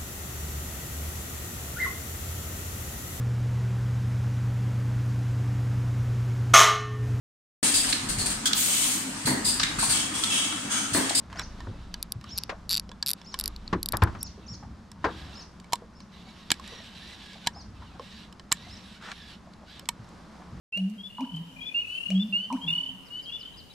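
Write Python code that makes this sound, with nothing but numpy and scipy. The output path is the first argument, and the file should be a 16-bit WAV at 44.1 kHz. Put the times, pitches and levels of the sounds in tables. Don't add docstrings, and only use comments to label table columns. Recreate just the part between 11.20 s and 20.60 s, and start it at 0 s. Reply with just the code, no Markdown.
import sys
import numpy as np
from scipy import signal
from scipy.fft import rfft, irfft
from scipy.io import wavfile
from scipy.ndimage import uniform_filter1d

SR = 44100
rng = np.random.default_rng(int(sys.argv[2]) if len(sys.argv) > 2 else 0)


def generate_wav(signal):
    frames = np.transpose(np.atleast_2d(signal))
    scaled = np.clip(frames, -1, 1) * 32767
    pcm = np.round(scaled).astype(np.int16)
    wavfile.write(sys.argv[1], SR, pcm)


N = 414540
TIME = np.arange(N) / SR
EARS = np.array([[1], [-1]])


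def amp(db):
    return 10 ** (np.asarray(db) / 20)


def unit(x):
    return x / np.sqrt(np.mean(x ** 2) + 1e-20)


def gains(points, size):
    hz, db = np.transpose(points)
    bins = np.fft.rfftfreq(size, 1 / SR) + 1
    return amp(np.interp(np.log(bins), np.log(hz + 1), db)) * np.minimum(hz[-1] / bins, 1) ** 2


def noise(points, size=N):
    magnitude = gains(points, size)
    return unit(irfft(magnitude * np.exp(2j * np.pi * rng.random(len(magnitude))), size))


def wide_noise(points, spread, size=N):
    return unit(noise(points, size) + spread * EARS * noise(points, size))


def flutter(size):
    return unit(uniform_filter1d(uniform_filter1d(rng.standard_normal(N), size), size))


def burst(t, rise, t60):
    shape = (1 - np.exp(-t / rise)) * amp(-60 * t / t60)
    return shape / shape.max()


def held(start, end, rise, fall):
    return np.interp(TIME, [start - rise, start, end, end + fall], [0, 1, 1, 0]) ** 2


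def swell(s, width, db):
    return amp(db) ** 2 * np.exp(-((TIME - s) / width) ** 2)


def partial(t, hz, detune):
    return np.sin(2 * np.pi * (hz * (1 + detune * rng.normal()) * t + rng.random()))


def add(mix, s, sound):
    part = mix[..., max(round(s * SR), 0):][..., :sound.shape[-1]]
    part += sound[..., :part.shape[-1]]


def place(x, left_db):
    return x * amp([[left_db / 2], [-left_db / 2]])


def scatter(x, t60, delay):
    t = np.arange(SR // 3) / SR
    tail = rng.standard_normal((2, len(t))) * amp(-60 * t / t60) * np.clip(t / delay - 1, 0, 1)
    return signal.oaconvolve(x[None], tail / np.linalg.norm(tail[0]), axes=1)[:, :N]


# (frequency [Hz], level [dB])
DRONE_SPECTRUM = [(60, -9.5), (130, -7), (180, 3.5), (220, 5.5), (300, -23.5), (500, -56.5)]


def distant_engines():
    return amp(-55) * wide_noise(DRONE_SPECTRUM, spread=0.11)


# (frequency [Hz], level [dB])
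WIND_SPECTRUM = [(15, -24.5), (38, -16), (62, 2.5), (105, -4), (150, -10), (300, -15), (600, -62)]
# (peak time [s], half width [s], level [dB])
WIND_GUSTS = [(.15, 0.084, -47.5), (.5, .17, -45.5), (1.15, 0.22, -49), (1.55, 0.21, -52),
              (2.47, 0.14, -52.5), (2.86, 0.2, -44), (3.42, 0.13, -45), (3.98, 0.2, -48.5),
              (6.562, .2, -52), (7.47, .14, -52.5), (9.39, 0.065, -44.5)]


def wind(breeze_db=-60):
    level = np.sqrt(amp(breeze_db) ** 2 + sum(swell(*gust) for gust in WIND_GUSTS))
    return wide_noise(WIND_SPECTRUM, spread=0.064) * level * amp(1.2 * flutter(size=3000))


# (frequency [Hz], level [dB])
WASH_SPECTRUM = [(150, 0), (300, 4), (450, -2), (750, -1.5), (1080, 0.5), (1500, -4.5), (2500, -13),
                 (5000, -14), (7500, -21.5), (12000, -32.5), (15000, -59)]
# (peak time [s], level [dB])
PASSING_WAVELETS = [(.42, -54.5), (2.15, -54), (2.9, -54.5), (4.08, -52), (5.45, -56), (6.26, -61.5),
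                    (9.18, -52.5)]


def river(wash_db=-56, sway_db=1.1, half_width_s=0.15):
    wavelets = sum(swell(s, half_width_s, db) for s, db in PASSING_WAVELETS)
    level = np.sqrt(amp(wash_db) ** 2 + wavelets)
    return wide_noise(WASH_SPECTRUM, spread=0.37) * level * amp(sway_db * flutter(size=4000))


# (start [s], end [s], shaft rate [Hz], level [dB])
MOTOR_SPELLS = [(.26, 0.734, 28.6, -39.5), (1.364, 1.645, 26.07, -46), (2.214, 2.797, 28.55, -39)]
# (frequency [Hz], level [dB])
HUM_PARTIALS = [(59.2, -64), (177.6, -61.5)]


def motor(sag_hz_per_s=0.97):
    waver = unit(np.interp(TIME, np.linspace(0, TIME[-1], 60), rng.standard_normal(60)))
    shaft = np.zeros(N)
    for start, end, hz, db in MOTOR_SPELLS:
        shaft_hz = (hz - sag_hz_per_s * (TIME - start)) * (1 + 0.015 * waver)
        angle = 2 * np.pi * np.cumsum(shaft_hz) / SR
        orders = amp(-7.5) * np.sin(angle) + amp(-6.5) * np.sin(2 * angle)
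        shaft += amp(db) * held(start, end, rise=0.16, fall=0.37) * orders
    clock = np.cumsum(1 + 0.0218 * waver) / SR
    hum = sum(amp(db) * np.sqrt(2) * np.sin(2 * np.pi * hz * clock) for hz, db in HUM_PARTIALS)
    return shaft + hum


# (time [s], level [dB], pitch factor [ratio])
BIRD_CALLS = [(0.167, -42.5, 1.0), (1.101, -41, 0.98), (2.057, -46.5, 0.98), (3, -43.5, 1.01),
              (3.275, -43, 1.01), (4.149, -46, 0.96), (4.745, -60, .97), (5.04, -67, 0.81),
              (6.344, -50, 0.96), (7.495, -50.5, 0.97)]
# (time in the call [s], frequency [Hz], level [dB])
SYRINX_LOW = [(0, 3920, -12), (.009, 5100, 1.5), (.023, 5550, 2.5), (.042, 5600, 0), (.06, 5000, -1.5),
              (.074, 3980, -2)]
# (time in the call [s], frequency [Hz], level [dB])
SYRINX_HIGH = [(-.012, 5400, 1), (.004, 6800, -16), (.036, 7250, -23.5), (.06, 6900, -12.5),
               (.076, 5900, 2.5), (.086, 4100, -2)]


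def bird(echo_s=0.042):
    out = np.zeros(N)
    for s, db, pitch in BIRD_CALLS:
        for voice in (SYRINX_LOW, SYRINX_HIGH):
            at, hz, level_db = np.transpose(voice)
            t = np.arange(at[0], at[-1], 1 / SR)
            knots = np.linspace(at[0], at[-1], 14)
            quaver, fading = (np.interp(t, knots, row) for row in rng.standard_normal((2, 14)))
            glide = uniform_filter1d(np.interp(t, at, hz) * (1 + 0.016 * quaver), size=200)
            level = amp(db + np.interp(t, at, level_db) + 3 * fading)
            fade = signal.windows.tukey(len(t), 0.1)
            add(out, s + at[0], level * fade * np.sin(2 * np.pi * np.cumsum(pitch * glide) / SR))
    echo = amp(-18) * np.roll(out, round(echo_s * SR))
    return amp(-1) * (place(out, 1.0) + echo + amp(-5) * scatter(out, t60=0.37, delay=0.0029))


# (time [s], starting frequency [Hz], level [dB])
WATER_PLOPS = [(.47, 335, -40), (0.956, 110, -34.5), (1.318, 610, -38.5), (2.249, 336, -46.5),
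               (3.176, 376, -46), (3.319, 116.4, -41), (3.849, 421, -27), (5.52, 456, -46.5),
               (6.15, 660, -50.5), (6.36, 776, -45.5), (6.74, 740, -54), (6.795, 514, -42),
               (8.43, 607, -51.5), (8.619, 533, -54), (8.79, 104, -43.5), (9.323, 115, -36)]


def water(lap_count=20, lap_hz=620, lap_db=-51.5):
    out, t = np.zeros(N), np.arange(SR // 4) / SR
    laps = [(TIME[-1] * rng.random(), lap_hz * 2 ** (0.5 * rng.normal()), lap_db + 5 * rng.normal())
            for _ in range(lap_count)]
    for s, hz, db in WATER_PLOPS + laps:
        t60 = 0.14 * (300 / hz) ** 0.21
        tone = np.sin(2 * np.pi * hz * (t + 1.8 * t ** 2))
        slosh = noise([(hz / 2, -25), (hz, 0), (hz * 2, -14), (hz * 4, -35)], len(t))
        add(out, s, amp(db) * burst(t, 0.0031, t60) * (0.62 * tone + 0.63 * slosh))
    return place(out, 0.77)


# (time [s], knock level [dB], thud level [dB], panel level [dB], rattle level [dB], T60 [s])
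HULL_KNOCKS = [(0.47, -27.5, -45.5, -37, -56, 0.021), (1.293, -25, -69, -56, -30.5, 0.16),
               (2.528, -13.5, -39.5, -26, -28.5, 0.098), (2.733, -13.5, -37.5, -39, -35, 0.13),
               (2.82, -10, -28.5, -30, -23.5, 0.12), (2.871, -24, -64, -56, -44.5, 0.13),
               (2.949, -28.5, -64, -66, -48, 0.11), (3.842, -13.5, -45, -37.5, -29.5, 0.19)]
# (frequency [Hz], level [dB])
KNOCK_SPECTRUM = [(300, -12), (550, 1), (1050, 9.5), (1300, 4.5), (1550, 4.5), (1900, -2.5), (3500, -52)]
# (frequency [Hz], level [dB])
RATTLE_SPECTRUM = [(1200, -1), (2200, 1), (3200, -8), (4500, -10), (6500, -19.5), (15000, -51)]
# (frequency [Hz], level [dB])
PANEL_SPECTRUM = [(80, -31), (175, 2), (250, -4.5), (325, 6), (410, -9), (515, -10), (800, -60.5)]
# (frequency [Hz], level [dB])
THUD_SPECTRUM = [(25, -47), (50, -3), (75, 1.5), (105, 3), (135, -17), (250, -42)]


def hull():
    out, t = np.zeros((2, N)), np.arange(SR // 2) / SR
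    for s, db, thud_db, panel_db, rattle_db, t60 in HULL_KNOCKS:
        knock = amp(db - 11.5) * wide_noise(KNOCK_SPECTRUM, 0.32, len(t)) * burst(t, 0.00093, t60)
        rattle = amp(rattle_db) * wide_noise(RATTLE_SPECTRUM, 0.46, len(t)) * burst(t, 0.0022, t60 / 2)
        panel = amp(panel_db + 2.5) * wide_noise(PANEL_SPECTRUM, 0.04, len(t))
        panel *= burst(t, 0.0017, 1.9 * t60)
        thud = amp(thud_db + 6.5) * noise(THUD_SPECTRUM, len(t)) * burst(t, 0.015, 0.18)
        add(out, s, place(knock + rattle, 3.6) + place(panel, 0.69) + thud)
    return out + amp(-24) * scatter(out.mean(0), t60=0.63, delay=0.0048)


# (time [s], level [dB])
GRIP_RUBS = [
    [(.1, -53), (.15, -49), (.2, -38), (.24, -55), (.3, -72)],
    [(7.79, -79), (7.85, -44.5), (7.9, -41.5), (7.93, -43)],
]
# (frequency [Hz], level [dB])
SKIN_SPECTRUM = [(400, -9), (900, -5), (1500, 1.5), (2200, -7), (4000, -14), (8000, -22), (15000, -54)]


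def hand():
    level = sum(np.interp(TIME, at, amp(db), 0, 0) for at, db in map(np.transpose, GRIP_RUBS))
    catches = unit(uniform_filter1d(rng.standard_normal(N), 90))
    return level * unit(wide_noise(SKIN_SPECTRUM, spread=0.26) * amp(2.8 * catches))


def ring(modes, t, detune, uneven_db):
    decays = np.array([amp(db - 60 * t / t60) for _, db, t60 in modes])
    tones = np.array([amp(uneven_db * rng.normal()) * partial(t, hz, detune) for hz, _, _ in modes])
    rms = np.sqrt((decays ** 2).sum(0).mean() / 2)
    return rms * unit((decays * tones).sum(0))


# (frequency [Hz], level [dB], T60 [s])
BODY_MODES = [(952, -4.5, 0.04), (1061, 3, 0.041), (1200, -7, 0.013), (747, -13.5, 0.016)]
# (frequency [Hz], level [dB], T60 [s])
FRAME_MODES = [(1660, -5.5, 0.04), (1810, -11, 0.069), (2270, -11.5, 0.042), (3036, 1, 0.023),
               (3400, 5.5, 0.0031), (3450, -13.5, 0.056), (4000, -2.5, 0.032), (4670, 1, 0.014),
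               (5330, 4, 0.019), (6750, -16.5, 0.0082), (7700, -21.5, 0.047), (8280, 6.5, 0.0019),
               (10100, -14, 0.003), (11800, -50, .01)]
# (frequency [Hz], level [dB])
CRACK_SPECTRUM = [(60, -10), (200, 2.5), (400, -8.5), (700, -8.5), (1500, 0), (4000, 7.5), (8000, -4.5),
                  (12000, -22), (14000, -26), (16500, -33.5)]
# (frequency [Hz], level [dB])
TICK_SPECTRUM = [(4000, -40.5), (7700, 11), (9000, -2), (10500, -3.5), (12000, -1.5), (14000, -24),
                 (16500, -42.5)]


def frame_blows(blows, crack_gain_db, frame_gain_db, body_gain_db, tick_gain_db, rise_s):
    out, t = np.zeros((2, N)), np.arange(2400) / SR
    onset = 1 - np.exp(-(t / rise_s) ** 2)
    for s, db, body_db, tick_db in blows:
        crack = amp(crack_gain_db) * wide_noise(CRACK_SPECTRUM, 0.36, len(t)) * burst(t, 0.00026, 0.015)
        tick = amp(tick_db + tick_gain_db) * noise(TICK_SPECTRUM, len(t)) * burst(t, 0.00024, 0.011)
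        frame = amp(frame_gain_db) * ring(FRAME_MODES, t, detune=0.0047, uneven_db=6.5)
        body = amp(body_db + body_gain_db) * ring(BODY_MODES, t, detune=0.0029, uneven_db=17)
        add(out, s + 0.00024, (amp(db) * (crack + frame) + tick + body) * onset)
    return place(out, -2.5) + amp(-23) * scatter(out.mean(0), t60=0.087, delay=0.0021)


# (time [s], level [dB], body level [dB], tick level [dB])
LIGHT_TAPS = [(0.1274, -35, -33.5, -63), (0.194, -19, -64, -36), (0.216, -32.5, -48, -63),
              (0.404, -32.5, -38.5, -75), (0.741, -21.5, -41, -61), (1.0114, -37.5, -54, -56),
              (1.041, -37.5, -58, -55), (1.6917, -36, -58, -71), (1.715, -32, -39.5, -72),
              (1.8282, -23.5, -38, -51), (2.0148, -36.5, -44, -66), (2.1415, -20, -28, -67),
              (3.716, -35, -46.5, -46.5), (4.3995, -39, -76, -56), (4.4428, -42, -49, -64),
              (4.8032, -36.5, -48, -71.5), (5.3966, -38, -34.5, -52), (5.4767, -37, -53, -46.5),
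              (6.132, -36, -49, -74), (6.7954, -40, -30.5, -79), (7.1258, -38.5, -64, -54),
              (7.1958, -33.5, -45, -68), (7.3696, -39, -54, -70), (7.9159, -25.5, -42, -62),
              (8.335, -42.5, -59, -70), (8.5945, -30, -47, -43), (8.656, -36, -55, -67),
              (8.8438, -48, -62, -69), (8.8894, -50, -57, -59)]


def taps():
    return frame_blows(LIGHT_TAPS, crack_gain_db=-9, frame_gain_db=-12.5, body_gain_db=-5,
                       tick_gain_db=3, rise_s=0.00039)


# (start [s], end [s], level [dB], top meshing rate [Hz])
HANDLE_PUSHES = [(0.237, .84, -63, 1492), (1.058, 1.24, -56.5, 1602), (1.98, 2.603, -62.5, 1503),
                 (2.984, 3.339, -65.5, 1490), (3.86, 4.231, -53, 1706), (4.939, 5.411, -55, 2239),
                 (5.438, 5.741, -49, 2037), (5.761, 6.263, -49, 1905), (6.571, 6.8, -60, 1548),
                 (6.823, 7.049, -50.5, 1929), (7.351, 7.782, -51.5, 1967), (7.824, 8.142, -51, 1988),
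                 (8.49, 8.597, -52.5, 1758)]


def cranking(db_per_speed=12.5):
    levels, rates = [], []
    for start, end, db, top_hz in HANDLE_PUSHES:
        progress = (TIME - start) / (end - start)
        speed = np.interp(progress, [0, 0.25, 1], [0.88, 1, 0.77])
        levels.append(held(start, end, rise=0.07, fall=0.076) * amp(db + db_per_speed * (speed - 1)))
        rates.append(top_hz * speed)
    return np.max(levels, axis=0), np.average(rates, axis=0, weights=np.array(levels) + 1e-12)


# (frequency [Hz], level [dB])
FRICTION_SPECTRUM = [(760, -47), (1300, -18), (1530, -3.5), (2500, -1.5), (2740, 2), (3470, -3.5),
                     (3730, 4.5), (4970, -6.5), (5670, -6), (6220, -13), (7950, -16.5), (8810, -23.5),
                     (10300, -22.5), (12200, -24), (15000, -48.5)]
# (order [ratio], level [dB])
MESH_HARMONICS = [(1, -10), (2, -9.5), (3, -16)]


def gears(casing_sway_db=5):
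    level, mesh_hz = cranking()
    rubbing = wide_noise(FRICTION_SPECTRUM, spread=0.39)
    casing = np.zeros((2, N))
    for hz, _, t60 in FRAME_MODES:
        resonance = signal.lfilter(*signal.iirpeak(hz, hz * t60, SR), rubbing)
        casing += resonance * amp(casing_sway_db * flutter(size=2600))
    phase = 2 * np.pi * np.cumsum(mesh_hz * (1 + 0.035 * flutter(size=2200))) / SR
    mesh = sum(amp(db) * (flutter(size=330) * np.cos(k * phase) + flutter(size=330) * np.sin(k * phase))
               for k, db in MESH_HARMONICS)
    surge = amp(0.9 * flutter(size=90) + 1.5 * flutter(size=1800))
    mesh *= amp(3.5 * flutter(size=2500))
    whir = unit((rubbing + 0.5 * unit(casing) + mesh) * surge)
    return place(whir * level * amp(0.85), -2.5)


# (time [s], level [dB], relative treble level [dB])
PAWL_DROPS = [(0.7412, -23, -21), (0.827, -20.5, -3.5), (0.9208, -21, -1.5), (1.1764, -21.5, -5),
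              (1.1814, -19, -4), (1.1862, -18, -13), (1.2351, -21.5, -14), (1.493, -18.5, -10),
              (1.5015, -17.5, -17), (1.5074, -17, -13), (1.5124, -14.5, -10), (1.5184, -19, -12),
              (1.5234, -17, -15), (1.5291, -14, -9), (1.5354, -15, -21), (1.5424, -13.5, -15),
              (1.5514, -13, -19), (1.5633, -17.5, -18), (1.5714, -16.5, -9), (1.5784, -15, -19),
              (1.5963, -18.5, -9), (1.8262, -13, -28), (1.8617, -19, -8), (1.8684, -19.5, -7),
              (1.8754, -19, -7), (1.8834, -18.5, -2.5), (1.8904, -17.5, -5), (1.8974, -23.5, -2),
              (1.9044, -20, -1.5), (1.9131, -20, 0.5), (1.933, -20, -4.5), (2.1415, -25, -44),
              (2.1893, -22, -4.5), (2.1979, -20.5, -1.5), (2.2104, -22, -6), (2.239, -23.5, -5),
              (2.2578, -17.5, -9), (2.2777, -22, -1.5), (2.3625, -30, -24), (2.4778, -25.5, -43),
              (2.6295, -20, -4), (2.659, -20.5, -4.5), (2.6873, -20.5, -4), (2.7222, -22.5, -0.5),
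              (2.7696, -24, 0.5), (2.8364, -26, -1), (3.0295, -30, 8)]
# (frequency [Hz], level [dB], rise time [s])
SPRING_MODES = [(1400, -24.5, 0.00042), (2770, -22, 0.0008), (3890, -10.5, 0.00081), (5260, -8.5, 0.0005),
                (7370, -16.5, 0.0008)]
# (frequency [Hz], level [dB], rise time [s])
SPRING_OVERTONES = [(8780, -2.5, 0.00028), (10670, -8, 0.0013), (11740, -4.5, 0.00094),
                    (12730, -6.5, 0.00059)]


def click_wheel(spring_hz=4834, detune=0.036, uneven_db=0.5):
    out, t = np.zeros((2, N)), np.arange(900) / SR

    def ping(hz, db, rise):
        shape = (t / rise * np.exp(1 - t / rise)) ** 3 + 0.03 * burst(t, rise, 0.01)
        return amp(db + uneven_db * rng.normal()) * shape * partial(t, hz, detune)

    def pings(modes):
        return sum(ping(*mode) for mode in modes)

    for s, db, treble_db in PAWL_DROPS:
        main_ring = ping(spring_hz + 14.5 * treble_db, -7.5 - 0.25 * treble_db, rise=0.0009)
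        spring = unit(main_ring + pings(SPRING_MODES))
        shared = 0.97 * unit(pings(SPRING_OVERTONES))
        opposed = 0.35 * EARS * unit(pings(SPRING_OVERTONES[2:]))
        bright = amp(treble_db + 4) * (shared + opposed)
        scrape = amp(-7) * noise(CRACK_SPECTRUM, len(t)) * burst(t, 0.0008, 0.012)
        add(out, s + 0.00023, amp(db - 16.5) * (spring + bright + scrape))
    return place(out, 1.0) + amp(-21) * scatter(out.mean(0), t60=0.025, delay=0.001)


# (time [s], level [dB], body level [dB], tick level [dB])
CLUTCH_BLOWS = [(4.5226, -24, -32, -39), (4.5314, -8.5, -13.5, -17.5), (4.555, -26, -42, -39),
                (5.3032, -7.5, -29, -39), (5.3156, -2.5, -27, -12), (5.3398, -30, -57, -67),
                (6.2632, -25, -36, -58), (6.2697, -15.5, -20.5, -34), (6.2712, -7.5, -31, -20.5),
                (7.3143, -26, -24.5, -30), (7.3177, -7, -29, -35), (7.3235, -9, -24.5, -11),
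                (8.6878, -9, -24.5, -19.5)]


def clutch():
    return frame_blows(CLUTCH_BLOWS, crack_gain_db=-6.5, frame_gain_db=-19.5, body_gain_db=-3,
                       tick_gain_db=2, rise_s=0.001)


def scene():
    impacts = clutch() + taps() + click_wheel() + hull()
    return impacts + water() + gears() + hand() + bird() + wind() + river() + distant_engines() + motor()


def record(dry, ceiling=0.8, cutoff_hz=16600):
    response = [(20, 3.0), (12300, -0.5), (14000, 2.5), (16500, -13.5)]  # (frequency [Hz], gain [dB])
    rounded = ceiling * np.tanh(dry / ceiling)
    heard = irfft(rfft(rounded) * gains(response, N), N)
    low_pass = signal.firwin(511, cutoff_hz, window=("kaiser", 9), fs=SR)
    return signal.oaconvolve(heard, low_pass[None], "same")


dry = scene()
out = record(dry)
generate_wav(out)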